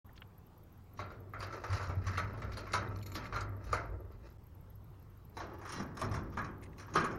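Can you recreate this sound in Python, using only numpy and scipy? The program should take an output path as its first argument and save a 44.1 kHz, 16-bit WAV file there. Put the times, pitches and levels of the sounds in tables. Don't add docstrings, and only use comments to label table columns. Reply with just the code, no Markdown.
import sys
import numpy as np
from scipy import signal
from scipy.fft import next_fast_len
from scipy.io import wavfile
from scipy.ndimage import uniform_filter1d

SR = 44100
rng = np.random.default_rng(int(sys.argv[2]) if len(sys.argv) > 2 else 0)


def voltage_ratio(decibels):
    exponent = np.asarray(decibels, float) / 20
    return 10 ** exponent


def dump(signal):
    limited = np.clip(np.atleast_2d(signal).T, -1, 1)
    pcm = np.round(limited * 32767).astype(np.int16)
    wavfile.write(sys.argv[1], SR, pcm)


N = 316638
START_S, CUT_S = .045, 4.378
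FILTER_HZ = np.fft.rfftfreq(8192, 1 / SR)
BIN_HZ = np.fft.rfftfreq(256, 1 / SR)


def evened(x):
    return x / np.sqrt(np.mean(x ** 2) + 1e-20)


def steadied(x, share):
    envelope = abs(signal.hilbert(x, next_fast_len(N))[:N])
    return evened(x / (envelope + 0.23) ** share)


def summed(levels_db):
    return 10 * np.log10((voltage_ratio(levels_db) ** 2).sum(0))


def read(points, hz):
    f, value = np.transpose(points)
    return np.interp(np.log(hz + 1), np.log(f + 1), value)


def add(mix, s, sound):
    part = mix[round(s * SR):][:len(sound)]
    part += sound[:len(part)]


def resonate(x, hz, width):
    r = np.exp(-np.pi * width / SR)
    return 2 * signal.lfilter([1 - r], [1, -r * np.exp(2j * np.pi * hz / SR)], x).real


def causal(gain_db):
    log_gain = np.log(voltage_ratio(np.r_[gain_db, gain_db[-2:0:-1]]))
    spectrum = np.exp(log_gain - 1j * signal.hilbert(log_gain).imag)
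    return np.fft.ifft(spectrum).real[:4096]


# frequency in Hz, level in dB per Hz.
YARD_SPECTRUM = [(12, -39), (20, -30), (48, -4), (74, -12), (101, 0), (127, -7), (270, -24), (337, -16.5),
                 (607, -23), (825, -24), (1960, -35), (2460, -38), (9950, -49.5), (12800, -46.5),
                 (16000, -41.5)]
# time in seconds, change in dB.
TRAFFIC_DRIFT = [
    (.05, 9),
    (1.0, 2),
    (4.4, 3.5),
    (5.3, 6),
    (7.18, 3),
]


def yard():
    frames, hz = N // 256 + 5, np.fft.rfftfreq(1024, 1 / SR)
    a, b, patches = rng.standard_normal((frames, 513, 3)).T
    patches = evened(uniform_filter1d(uniform_filter1d(patches, 10, 0), 12, 1))
    traffic_band = np.exp(-(np.log((hz + 1) / 1100) / 0.3) ** 2)[:, None]
    traffic_db = traffic_band * np.interp(np.arange(frames) * 256 / SR, *np.transpose(TRAFFIC_DRIFT))
    z = (a + 1j * b) * voltage_ratio(read(YARD_SPECTRUM, hz)[:, None] + 1.9 * patches + traffic_db)
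    return voltage_ratio(-60) * evened(signal.istft(z, nperseg=1024, noverlap=768)[1][:N])


# frequency in Hz, width in Hz.
SWAY_MODES = [
    (97.1, 15.9),
    (56.3, 23),
    (166.7, 170),
]
# level in dB of the main, slowest and upper sway.
IDLE_DB = [
    (-60, -73.5, -65.5),
    (-56.5, -60, -66),
]
# peak in seconds, push in dB, slowest and upper sway in dB re push.
SHOVES = [(1.001, -47.5, -8.5, -9.5), (1.2, -50, -23, -14), (1.4, -46.5, -5, -12.5), (1.74, -40, -4.5, -16),
          (1.92, -48, 3.5, -17), (2.0, -49, -1, -2), (2.11, -47, -14, -3.5), (2.229, -40, -7, -9.5),
          (2.45, -46.5, 2, -4), (2.749, -40.5, -9, -8.5), (2.899, -40.5, -9, -11.5), (3.15, -47, -3, -1),
          (3.356, -42.5, -0.5, -18), (3.48, -44.5, -16, -10), (3.68, -42, -1.5, -16), (3.9, -47, 2.5, -23),
          (4.149, -64, 12, -16), (5.4, -55.5, -4, 2.5), (5.57, -55.5, -19, -26), (5.78, -56.5, -13, 12.5),
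          (6.05, -46, -3, 3), (6.17, -45.5, 1, -2), (6.38, -48.5, -10, 3), (6.68, -54, -1, -0.5),
          (6.962, -58.5, -4, 18), (7.12, -52.5, -1, 4)]


def panel():
    s, db, slow_db, upper_db = np.transpose(SHOVES)[:, :, None]
    t = np.arange(0, N + 64, 64) / SR
    rise_db_s, fall_db_s = 260, 46
    push_db = db - np.maximum(rise_db_s * (s - t), fall_db_s * (t - s))
    idle_db = np.array(IDLE_DB)[(t > CUT_S).astype(int)].T
    out = np.zeros(N)
    for (hz, width), share_db, idle in zip(SWAY_MODES, [0, slow_db, upper_db], idle_db):
        tremor = resonate(resonate(rng.standard_normal(N), hz, width), hz, 2 * width)
        level = voltage_ratio(summed(np.vstack([push_db + share_db, idle])))
        out += steadied(evened(tremor), .6) * np.interp(np.arange(N) / SR, t, level)
    return out


# first tick in seconds, number of ticks in each run.
TICK_RUNS = [
    (.043, [5, 5] + [4] * 9 + [3, 4, 4, 4, 1]),
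    (4.424, [1] + [4] * 6 + [3, 4, 4, 4]),
]


def camera_ticks():
    out, t, frame_s = np.zeros(N), np.arange(900) / SR, .04
    shape = np.exp(-((t - .006) / .0038) ** 2) + .15 * np.exp(-t / .01) * (t > .006)
    for s, runs in TICK_RUNS:
        for count in runs:
            for k in range(count):
                late, size_db, hz = rng.standard_normal(3)
                wobble = uniform_filter1d(rng.standard_normal(900), size=90) * 5.
                blip = shape * np.sin(2 * np.pi * ((13100 + 50 * hz) * t - 22000 * t ** 2) + wobble)
                start = s - .004 + 0.011 * late + 0.0055 * (k == 0)
                add(out, start, voltage_ratio(-64.5 + 2.9 * size_db - 1.5 * (k == 0)) * blip)
                s += 2 * frame_s
            s -= frame_s
    return out


# start in seconds, peak in dB, length in seconds.
CLICKS = [
    (0.091, -46.5, 0.028),
    (0.157, -56, 0.033),
    (0.163, -53, 0.046),
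    (0.176, -41, 0.018),
    (0.219, -34.5, 0.023),
]
# lowest frequency in Hz, highest frequency in Hz.
CLICK_BANDS = [(1400, 2040), (1500, 3600), (1780, 7000), (1300, 4400), (830, 3270)]


def clicks():
    out, t = np.zeros(N), np.arange(3000) / SR
    for (s, db, length), band_hz in zip(CLICKS, CLICK_BANDS):
        band = signal.butter(8, band_hz, "band", fs=SR, output="sos")
        snap = evened(signal.sosfilt(band, rng.standard_normal(len(t))))
        fall = voltage_ratio(-60 * np.maximum(t - .003, 0) / length)
        add(out, s, voltage_ratio(db - 12.0) * snap * fall * (1 - np.exp(-t / 0.00027)))
    return out


PART_EDGES_HZ = [
    (2600, 7400),
    (200, 750),
    (900, 2300),
    (8600, 11800),
]
# frequency in Hz, level in dB per Hz.
BODY = [
    [(150, -34), (250, -19), (360, -14), (649, -8), (799, -7), (1320, 3), (1870, -5), (2300, -7.5),
     (2600, -16.5), (3430, -26), (4080, -22), (6640, -28.5), (8030, -40.5), (9550, -38), (15800, -50.5)],
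    [(150, -43.5), (250, -9), (336, 3), (520, -2.5), (733, -2.5), (1210, -6), (1630, -10), (2190, -15.5),
     (3740, -24), (5580, -21.5), (6870, -33.5), (8030, -43.5), (8610, -37), (10400, -47.5), (15800, -61.5)],
]
# (not used: every
# resonance is lifted by 4.5 dB, above 3 kHz by 6.6 dB).
RINGS = [
    [(600, 37, -6), (1330, 130, 0), (2060, 100, -9), (2650, 29, -16), (3180, 43, -22), (3810, 79, -18),
     (4230, 34, -17), (4740, 68, -19), (5700, 54, -22), (6250, 81, -23), (7140, 32, -27), (9480, 72, -28),
     (10200, 100, -30), (11270, 230, -30)],
    [(374, 13, -3), (1134, 140, 0), (1620, 15, -6), (2450, 140, -18), (3155, 38, -20), (3430, 35, -25),
     (4070, 250, -24), (5370, 68, -26), (5880, 160, -23), (6550, 310, -26), (9700, 87, -30),
     (11200, 360, -33), (10000, 150, -32), (12100, 53, -42)],
]


def door(place):
    db = read(BODY[place], FILTER_HZ)
    for hz, width, _ in RINGS[place]:
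        db = db + (4.5 + 2.1 * (hz > 3000)) / (1 + (2 * (FILTER_HZ - hz) / width) ** 2)
    db = db - 16 * np.exp(-((FILTER_HZ - 8150) / 330) ** 2)
    db = db - 2.8 / (1 + (11600 / (FILTER_HZ + 1)) ** 16)
    powers = [np.sum(voltage_ratio(db[(FILTER_HZ > a) & (FILTER_HZ < b)]) ** 2) for a, b in PART_EDGES_HZ]
    return db, 10 * np.log10(np.array(powers) / len(FILTER_HZ))


PART_HZ = [4500, 400, 1400, 10000]


def spread(parts_db):
    weights = np.array([read(sorted(zip(PART_HZ, row)), BIN_HZ) for row in np.eye(4)])
    top_hz = 2280
    weights[0] += np.interp(BIN_HZ, [1400, top_hz, 1.15 * top_hz, 4500], [0, -.2, .2, 0])
    weights[2] = 1 - weights[[0, 1, 3]].sum(0)
    return weights.T @ parts_db


def shared(db, bite_db, weight_db, fizz_db):
    return [db + bite_db, db + weight_db, db, db + bite_db + fizz_db]


# start in seconds, strength in dB, bite on the lock in dB, weight on the sheet in dB.
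BUMPS = [(0.9742, -58.5, 5.5, -17), (0.991, -37.5, -7, 3), (1.103, -50, -6.5, 10),
         (1.336, -37, -22.5, -6.5), (2.3386, -44.5, -16, 5), (2.4179, -38, -10.5, -1.5),
         (2.519, -46.5, 2, -14), (2.6689, -39, -16, -10), (3.1533, -35.5, -2.5, -2.5),
         (3.243, -50, -12, -38), (3.325, -33.5, -13, -3), (3.8395, -55.5, -13, 16), (4.1132, -60, -5, 5),
         (5.402, -36.5, -10, -6), (6.323, -46.5, -10.5, -22), (6.8814, -42, -21, -20),
         (6.9394, -35.5, -7.5, -16), (6.957, -16.5, -19.5, -30)]
# start in seconds, strength in dB, bite on the lock in dB, weight on the sheet in dB.
RAPS = [(1.4042, -37, -7.5, -8), (1.4255, -35.5, -5, -3.5), (1.5257, -41, -9, -10), (1.638, -33.5, -15, -3),
        (1.7041, -35.5, -15.5, -11), (1.7295, -35, -5, -1.5), (1.796, -32.5, -23, -2.5),
        (1.8262, -45, 2, -9), (1.895, -38.5, -12.5, 6), (2.068, -34.5, -6, -9), (2.178, -27, -11, -9.5),
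        (2.3744, -55, 0, 13), (2.5719, -39.5, 1.5, 4.5), (2.7376, -24, -7, -6), (3.343, -38, -11, 0.5),
        (3.3612, -30, -14.5, -14), (3.408, -62, 19.5, 31), (3.666, -49, -5, -9)]
# start in seconds, strength in dB, bite on the lock in dB, weight on the sheet in dB.
LOOSE_RAPS = [(3.6407, -55, -1, -4), (3.7296, -26, -14, -2.5), (5.3689, -36, -15, -3.5),
              (5.613, -42, -18, -5.5), (5.652, -37, -15.5, -12), (5.6918, -40.5, -11, -20),
              (5.7214, -39.5, -5, -10), (5.7993, -36.5, -16, -3), (5.9694, -37, -15.5, -12),
              (5.9941, -41, -5.5, -14), (6.0151, -29, -15.5, -8.5), (6.113, -36.5, -13.5, -1),
              (6.1415, -31, -16.5, -15), (6.3718, -25, -24, -24), (6.4433, -37.5, -20, -24),
              (6.781, -45.5, -8.5, -4), (6.797, -40.5, -11, -32), (6.9529, -37, -5.5, 10.5),
              (6.995, -51, 4, 24.5), (7.0424, -28, -20, -25), (7.1103, -44, -10.5, 7)]
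# key fizz in dB re lock ring, ring length as a factor.
KINDS = [
    (-23, 0.89),
    (-14.5, 0.66),
    (-6.5, 0.69),
]


def blows():
    grip = 0.0092
    out = []
    for rows, (fizz_db, ring) in zip([BUMPS, RAPS, LOOSE_RAPS], KINDS):
        for s, db, bite_db, weight_db in rows:
            out.append((s, *shared(db, bite_db, weight_db, fizz_db), ring - grip * bite_db))
    return sorted(out)


# frequency in Hz, time to fall 60 dB in seconds.
RING_T60 = [(150, 1), (600, 0.61), (1300, 0.54), (2300, 0.42), (2700, 0.35), (6500, 0.22), (9000, 0.18),
            (15000, 0.085)]
PLATE_HZ = [1142, 1149]


def knocks(place, rows):
    out, length, (colour_db, door_db) = np.zeros(N), SR // 3, door(place)
    low = (BIN_HZ < PART_EDGES_HZ[2][1])[:, None]
    high = (BIN_HZ > PART_EDGES_HZ[2][1])[:, None]
    uneven_depth_db = np.interp(BIN_HZ, [1500, 9000], [1.5, 5])[:, None]
    chatter_depth_db = np.interp(BIN_HZ, [1500, 4000], [1.3, 3.2])[:, None]
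    plate_hz, age = PLATE_HZ[place], np.arange(length) / SR
    for s, *parts_db, ring in rows:
        _, t, z = signal.stft(rng.standard_normal(length), SR, nperseg=256, noverlap=192)
        uneven_db = uneven_depth_db * rng.standard_normal((len(z), 1))
        chatter = uniform_filter1d(rng.standard_normal(z.shape), size=5, axis=0)
        chatter_db = chatter_depth_db * evened(uniform_filter1d(chatter, size=5, axis=1))
        fall_db = -60 * t / (read(RING_T60, BIN_HZ)[:, None] * np.clip(ring, .15, 3))
        fall_db = fall_db - 2 * np.exp(-t / 0.0022) * low
        fall_db = fall_db - 1.5 * np.exp(-t / 0.0031) * high
        level_db = spread(np.array(parts_db) - door_db - 10.5)[:, None]
        z = z * voltage_ratio(level_db + fall_db + uneven_db + chatter_db)
        blow = signal.istft(z, SR, nperseg=256, noverlap=192)[1][:length]
        note = np.sin(2 * np.pi * plate_hz * (1 + 0.051 * rng.standard_normal()) * age)
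        note_db = parts_db[2] - 5.5 - 60 * age / 0.1 - np.interp(plate_hz, FILTER_HZ, colour_db)
        blow = blow + voltage_ratio(note_db) * note * (1 - np.exp(-age / 0.0021))
        add(out, s, blow * (1 - np.exp(-age / 0.000074)) * (1 + 0.19 * np.exp(-age / 0.00088)))
    return out


def rub(place, rows):
    s, reach, db, bite_db, weight_db = np.transpose(rows)[:, :, None]
    slips = rng.random(N) < 270. / SR
    slips = slips * voltage_ratio(1.6 * np.minimum(rng.exponential(1, N), 4)) * rng.choice([-1, 1], N)
    ring = rng.standard_normal(3000) * voltage_ratio(-60 * np.arange(3000) / SR / 0.059)
    grit = evened(signal.oaconvolve(slips, ring)[:N]) + 0.17 * rng.standard_normal(N)
    _, t, z = signal.stft(grit, SR, nperseg=256, noverlap=192)
    fall_db = np.maximum(-15.5 * abs(t - s) / reach, -90)
    levels_db = np.array([summed(part_db + fall_db) for part_db in shared(db, bite_db, weight_db, -18.5)])
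    z = z * voltage_ratio(spread(levels_db - door(place)[1][:, None]) - 10.0)
    return signal.istft(z, SR, nperseg=256, noverlap=192)[1][:N]


# middle in seconds, reach in seconds, pressure in dB, bite on the lock in dB, weight on the sheet in dB.
STROKES = [(1.21, 0.22, -65.5, -35, 23), (1.558, 0.15, -43.5, -11, 8.5), (1.62, 0.16, -51, -12, 16),
           (1.779, 0.12, -39.5, -4, -3), (2.143, 0.14, -37.5, -12, -15), (2.3, 0.28, -49, -13.5, 7.5),
           (2.49, 0.17, -64, -30, 20), (2.68, 0.085, -55, -1, -9), (2.82, 0.38, -43, -17, 7),
           (3.02, 0.23, -55, -16, 16), (3.257, 0.052, -41, -10, -22), (3.48, 0.71, -52, -32, 11),
           (3.759, 0.09, -42.5, -6.5, -10), (3.88, 0.1, -55.5, -30, -7), (3.97, 0.3, -66, -21, 28.5),
           (4.16, 0.053, -64, -14, -8), (4.27, 0.071, -59, -2.5, -10), (5.552, 0.14, -46.5, -18.5, 3.5),
           (5.753, 0.085, -34, -9, -6.5), (5.86, 0.39, -47, -45, -15), (6.28, 0.13, -72, 1, 30),
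           (6.48, 0.28, -68.5, -15, 28.5), (6.72, 0.43, -57.5, -37, -5), (6.982, 0.19, -48.5, -10, -2),
           (7.16, 0.11, -45.5, -26, 4)]


def lock():
    out = np.zeros(N)
    for place in range(2):
        place_blows = [row for row in blows() if (row[0] > CUT_S) == place]
        place_strokes = [row for row in STROKES if (row[0] > CUT_S) == place]
        drive = knocks(place, place_blows) + rub(place, place_strokes)
        heard = signal.oaconvolve(drive, causal(door(place)[0]))[:N]
        out += heard * ((np.arange(N) > CUT_S * SR) == place)
    return out


# start in seconds, strength in dB, frequency in Hz, time to fall 60 dB in seconds.
JOLTS = [(0.991, -32, 1110, 0.059), (1.023, -48, 1362, 0.24), (1.102, -51, 1400, 0.2),
         (1.345, -48, 1414, 0.25), (1.431, -49, 1330, 0.6), (1.695, -31, 92.2, 0.88),
         (1.526, -38, 1340, 0.059), (1.893, -22.5, 90, 0.095), (1.969, -23, 95.7, 0.16),
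         (2.065, -30, 92.7, 0.54), (2.191, -35.5, 1291, 0.15), (2.743, -31.5, 1287, 0.19),
         (2.745, -29.5, 1000, 0.14), (3.156, -36.5, 323, 0.097), (3.345, -38.5, 1383, 0.3),
         (3.729, -21.5, 1214, 0.064), (3.731, -32, 480, 0.069), (3.735, -35, 621, 0.14),
         (3.76, -51, 2143, 0.3), (3.77, -49, 687, 0.49), (3.791, -49.5, 533, 0.54),
         (5.404, -39, 1730, 0.049), (5.404, -31, 890, 0.027), (5.799, -37, 196, 0.26),
         (6.014, -34, 638, .12), (6.015, -40, 1055, 0.085), (6.036, -28, 99, 0.082),
         (6.110, -28, 90.6, 0.21), (6.138, -27.5, 93.2, 0.21), (6.390, -34.5, 1658, 0.083),
         (6.398, -31, 1220, 0.055), (6.953, -25, 1114, 0.071), (6.955, -31, 873, 0.048),
         (6.979, -23, 1200, 0.074), (6.976, -29.5, 162, 0.22), (6.984, -38, 330.4, 0.45),
         (7.008, -37, 1610, 0.23), (7.029, -38, 238, 0.2), (7.062, -33, 1260, 0.09)]


def jolts():
    out, t = np.zeros(N), np.arange(SR // 3) / SR
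    for s, db, hz, t60 in JOLTS:
        rise = 1 - np.exp(-t / (0.24 / hz + 0.0016))
        add(out, s, -voltage_ratio(db - 60 * t / t60) * rise * np.sin(2 * np.pi * hz * t))
    return out


# start in seconds, peak in dB, lowest frequency in Hz, highest frequency in Hz.
SNAPS = [(1.398, -49, 2000, 11700), (1.640, -42.5, 3500, 7000), (2.419, -46, 1500, 7450),
         (2.522, -50, 2530, 7000), (3.014, -44, 1200, 3500), (3.2572, -44, 1210, 3500),
         (3.267, -46, 1200, 3500), (3.4083, -35.5, 2200, 7500), (5.7222, -43, 4000, 12000),
         (5.972, -44, 2970, 11700), (5.9945, -48, 2970, 11900), (6.014, -32, 1980, 11700),
         (6.629, -50, 1200, 7000), (6.638, -45.5, 1190, 10200), (6.656, -53, 1200, 4500)]


def snaps():
    out, t = np.zeros(N), np.arange(2000) / SR
    for s, db, low_hz, high_hz in SNAPS:
        band = signal.butter(4, [low_hz, high_hz], "band", fs=SR, output="sos")
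        burst = evened(signal.sosfilt(band, rng.standard_normal(len(t))))
        add(out, s, voltage_ratio(db - 9 - 60 * t / 0.022) * burst * (1 - np.exp(-t / 0.00035)))
    return out


# frequency in Hz, level in dB, time to fall 60 dB in seconds.
BLADE = [
    [(2110, 13, 0.022), (2650, 5.5, 0.036), (3850, 5, 0.016), (4200, -4, 0.14), (4760, 3, 0.022),
     (5700, -3, 0.019), (6300, -6, 0.011), (6760, -3.5, 0.025), (7200, -2, 0.016), (9500, -4.5, 0.035),
     (10450, -6.5, 0.037)],
    [(4005, 0.5, 0.093), (4460, -1.5, 0.05), (4850, -2.5, 0.0444), (5440, 9.5, 0.023), (5680, -7.5, 0.12),
     (6610, 11, 0.03), (9340, 7, 0.013), (9450, -1, 0.058), (10080, 8.5, 0.025)],
]
# start in seconds, strength in dB, mode struck most in Hz, spread in octaves.
TICKS = [(1.405, -44, 4760, .1), (1.425, -63, 4760, 0.055), (1.702, -48, 4760, .1),
         (1.733, -43, 4760, 0.13), (1.766, -49, 4760, 0.12), (1.797, -53, 4760, .1),
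         (1.872, -46.5, 5700, 0.26), (2.174, -44, 2650, 0.85), (2.188, -45.5, 4200, 0.069),
         (2.57, -45, 4200, 0.22), (2.573, -48, 10450, 0.19), (2.721, -44, 5700, .4),
         (2.734, -39.5, 4760, 2), (2.877, -55.5, 3850, 0.089), (3.064, -46, 6300, 0.27),
         (3.119, -44.5, 7200, 0.15), (3.153, -45, 4200, 0.12), (3.152, -48, 10200, 0.17),
         (3.256, -50.5, 2110, 0.24), (3.361, -45.5, 4200, 0.14), (3.408, -51, 6760, 0.36),
         (3.7278, -40.5, 6300, 0.64), (5.372, -49.5, 4005, 0.13), (5.694, -52.5, 5680, 0.23),
         (5.724, -52.5, 5440, 0.11), (5.723, -55, 9450, 0.23), (5.761, -54, 4005, .3),
         (5.779, -54, 4005, .1), (5.802, -63, 5680, .3), (5.826, -64, 5680, .3), (5.972, -58, 5680, 0.34),
         (6.050, -53, 5680, 0.16), (6.139, -54, 5440, .1), (6.388, -56, 4460, 0.52),
         (6.446, -59.5, 4460, 0.54), (6.939, -53, 6610, 0.24), (6.958, -52, 9450, 0.18),
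         (6.962, -60, 4005, 0.42), (6.972, -42, 4460, 0.2), (7.002, -61, 8150, 0.53),
         (7.045, -53, 8100, 0.54)]


def ticks():
    out, t = np.zeros(N), np.arange(3000) / SR
    for s, db, aim_hz, octaves in TICKS:
        hz, mode_db, t60 = np.transpose(BLADE[int(s > CUT_S)])[:, :, None]
        hz = hz * (1 + .012 * rng.standard_normal(hz.shape))
        off_db = -12 * (np.log2(hz / aim_hz) / max(octaves, .03)) ** 2
        ring = voltage_ratio(db + mode_db + off_db - 60 * t / t60)
        snap = voltage_ratio(db + mode_db - 12 - 60 * t / 0.0075)
        tick = ((ring + snap) * np.sin(2 * np.pi * hz * t)).sum(0)
        add(out, s, tick * (1 - np.exp(-t / 0.00048)))
    return out


# frequency in Hz, width in Hz, level in dB.
KEYS = [
    [(2240, 260, 13), (3900, 79, 6), (4170, 29, 5), (5500, 38, -5), (5850, 55, -10), (6550, 220, -13),
     (7100, 36, -7), (9870, 89, -11)],
    [(2010, 150, 26), (2500, 29, 6), (3860, 64, -9), (4270, 58, -27), (6530, 130, -7), (8100, 210, -19),
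     (9380, 140, -9)],
]
# start in seconds, peak in dB, length in seconds, shimmer of the thin key in dB.
CHINKS = [(2.959, -43.5, 0.012, -30), (2.9875, -44, 0.012, -13), (3.026, -43, 0.045, -11),
          (3.06, -45, 0.19, -2), (3.068, -46, 0.012, -31), (3.117, -46.5, 0.094, -6),
          (3.147, -39.5, 0.062, -4), (3.26, -49.5, 0.024, -44), (3.261, -47, 0.049, -44),
          (6.622, -50, 0.041, -22), (6.632, -46, 0.094, -30), (6.66, -48, 0.032, -49),
          (6.729, -53, 0.019, -41)]


def chinks():
    out, t = np.zeros(N), np.arange(5000) / SR
    thin_hz, wide_hz = 11900, 12400
    for s, db, length, shimmer_db in CHINKS:
        burst = rng.standard_normal(len(t))
        size_db = 1.5 * rng.standard_normal(12)
        rings = np.zeros(len(t))
        for (hz, width, gain_db), key_db in zip(KEYS[int(s > CUT_S)], size_db):
            key = resonate(resonate(burst, hz, 310), hz, 150 + 6.2 * width)
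            rings += voltage_ratio(.5 * gain_db + key_db) * evened(key)
        sound = evened(rings) * voltage_ratio(-60 * np.maximum(t - .004, 0) / length)
        thin = evened(resonate(resonate(burst, thin_hz, 400), thin_hz, 70))
        wide = evened(resonate(resonate(burst, wide_hz, 1200), wide_hz, 1200))
        sound += voltage_ratio(shimmer_db) * (thin + 0.53 * wide) * voltage_ratio(-60 * t / 0.13)
        add(out, s, voltage_ratio(db - 11.5) * sound * (1 - np.exp(-t / 0.00051)))
    return out


def scene():
    near = lock() + chinks() + clicks() + panel() + ticks() + jolts() + snaps()
    power_db = 10 * np.log10(abs(uniform_filter1d(near ** 2, 900)) + 1e-12)
    fall_db = np.arange(N) * 26.0 / SR
    held_db = np.maximum.accumulate(power_db + fall_db) - fall_db
    over_db = np.maximum(held_db + 50.5, 0)
    background = (yard() + camera_ticks()) / voltage_ratio(0.15 * uniform_filter1d(over_db, 400))
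    return (near + background)[None]


# frequency in Hz, step in dB re local level.
COARSE_STEPS = [(1500, -25), (3500, -1), (6500, 5), (9000, 5), (12000, 5), (13000, 1), (15000, 5)]


def coarse(x):
    hz, _, z = signal.stft(x, SR, "cosine", nperseg=2048, noverlap=1024)
    local = np.sqrt(abs(uniform_filter1d(abs(z) ** 2, size=20, axis=-2)) + 1e-24)
    loud = np.sqrt((abs(z[:, hz > 300]) ** 2).sum(-2, keepdims=True))
    step = np.clip(voltage_ratio(-50) * loud, local, voltage_ratio(2) * local) * voltage_ratio(read(COARSE_STEPS, hz))[:, None]
    rounded = step * (np.round(z.real / step) + 1j * np.round(z.imag / step))
    both = np.array([z, rounded]) * (hz < 15850)[:, None]
    plain, stored = signal.istft(both, SR, "cosine", nperseg=2048, noverlap=1024)[1][..., :N]
    treble = np.diff(plain, 3, prepend=np.zeros((1, 3))) ** 2
    attack = uniform_filter1d(treble, size=300) / (uniform_filter1d(treble, size=2000) + 1e-20)
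    hidden = np.clip(1.5 * attack, 0, 1) ** .5
    return plain + hidden * (stored - plain)


def roll_off(x):
    return signal.sosfilt(signal.butter(12, 16470, fs=SR, output="sos"), x)


def record(dry):
    t = np.arange(N) / SR
    lead_in = np.clip((t - START_S) / 0.002, 0, 1)
    dip = np.clip(abs(t - CUT_S) / 0.0056, .1, 1)
    return roll_off(coarse(dry) * (lead_in * dip))


dry = scene()
out = record(dry)
dump(out)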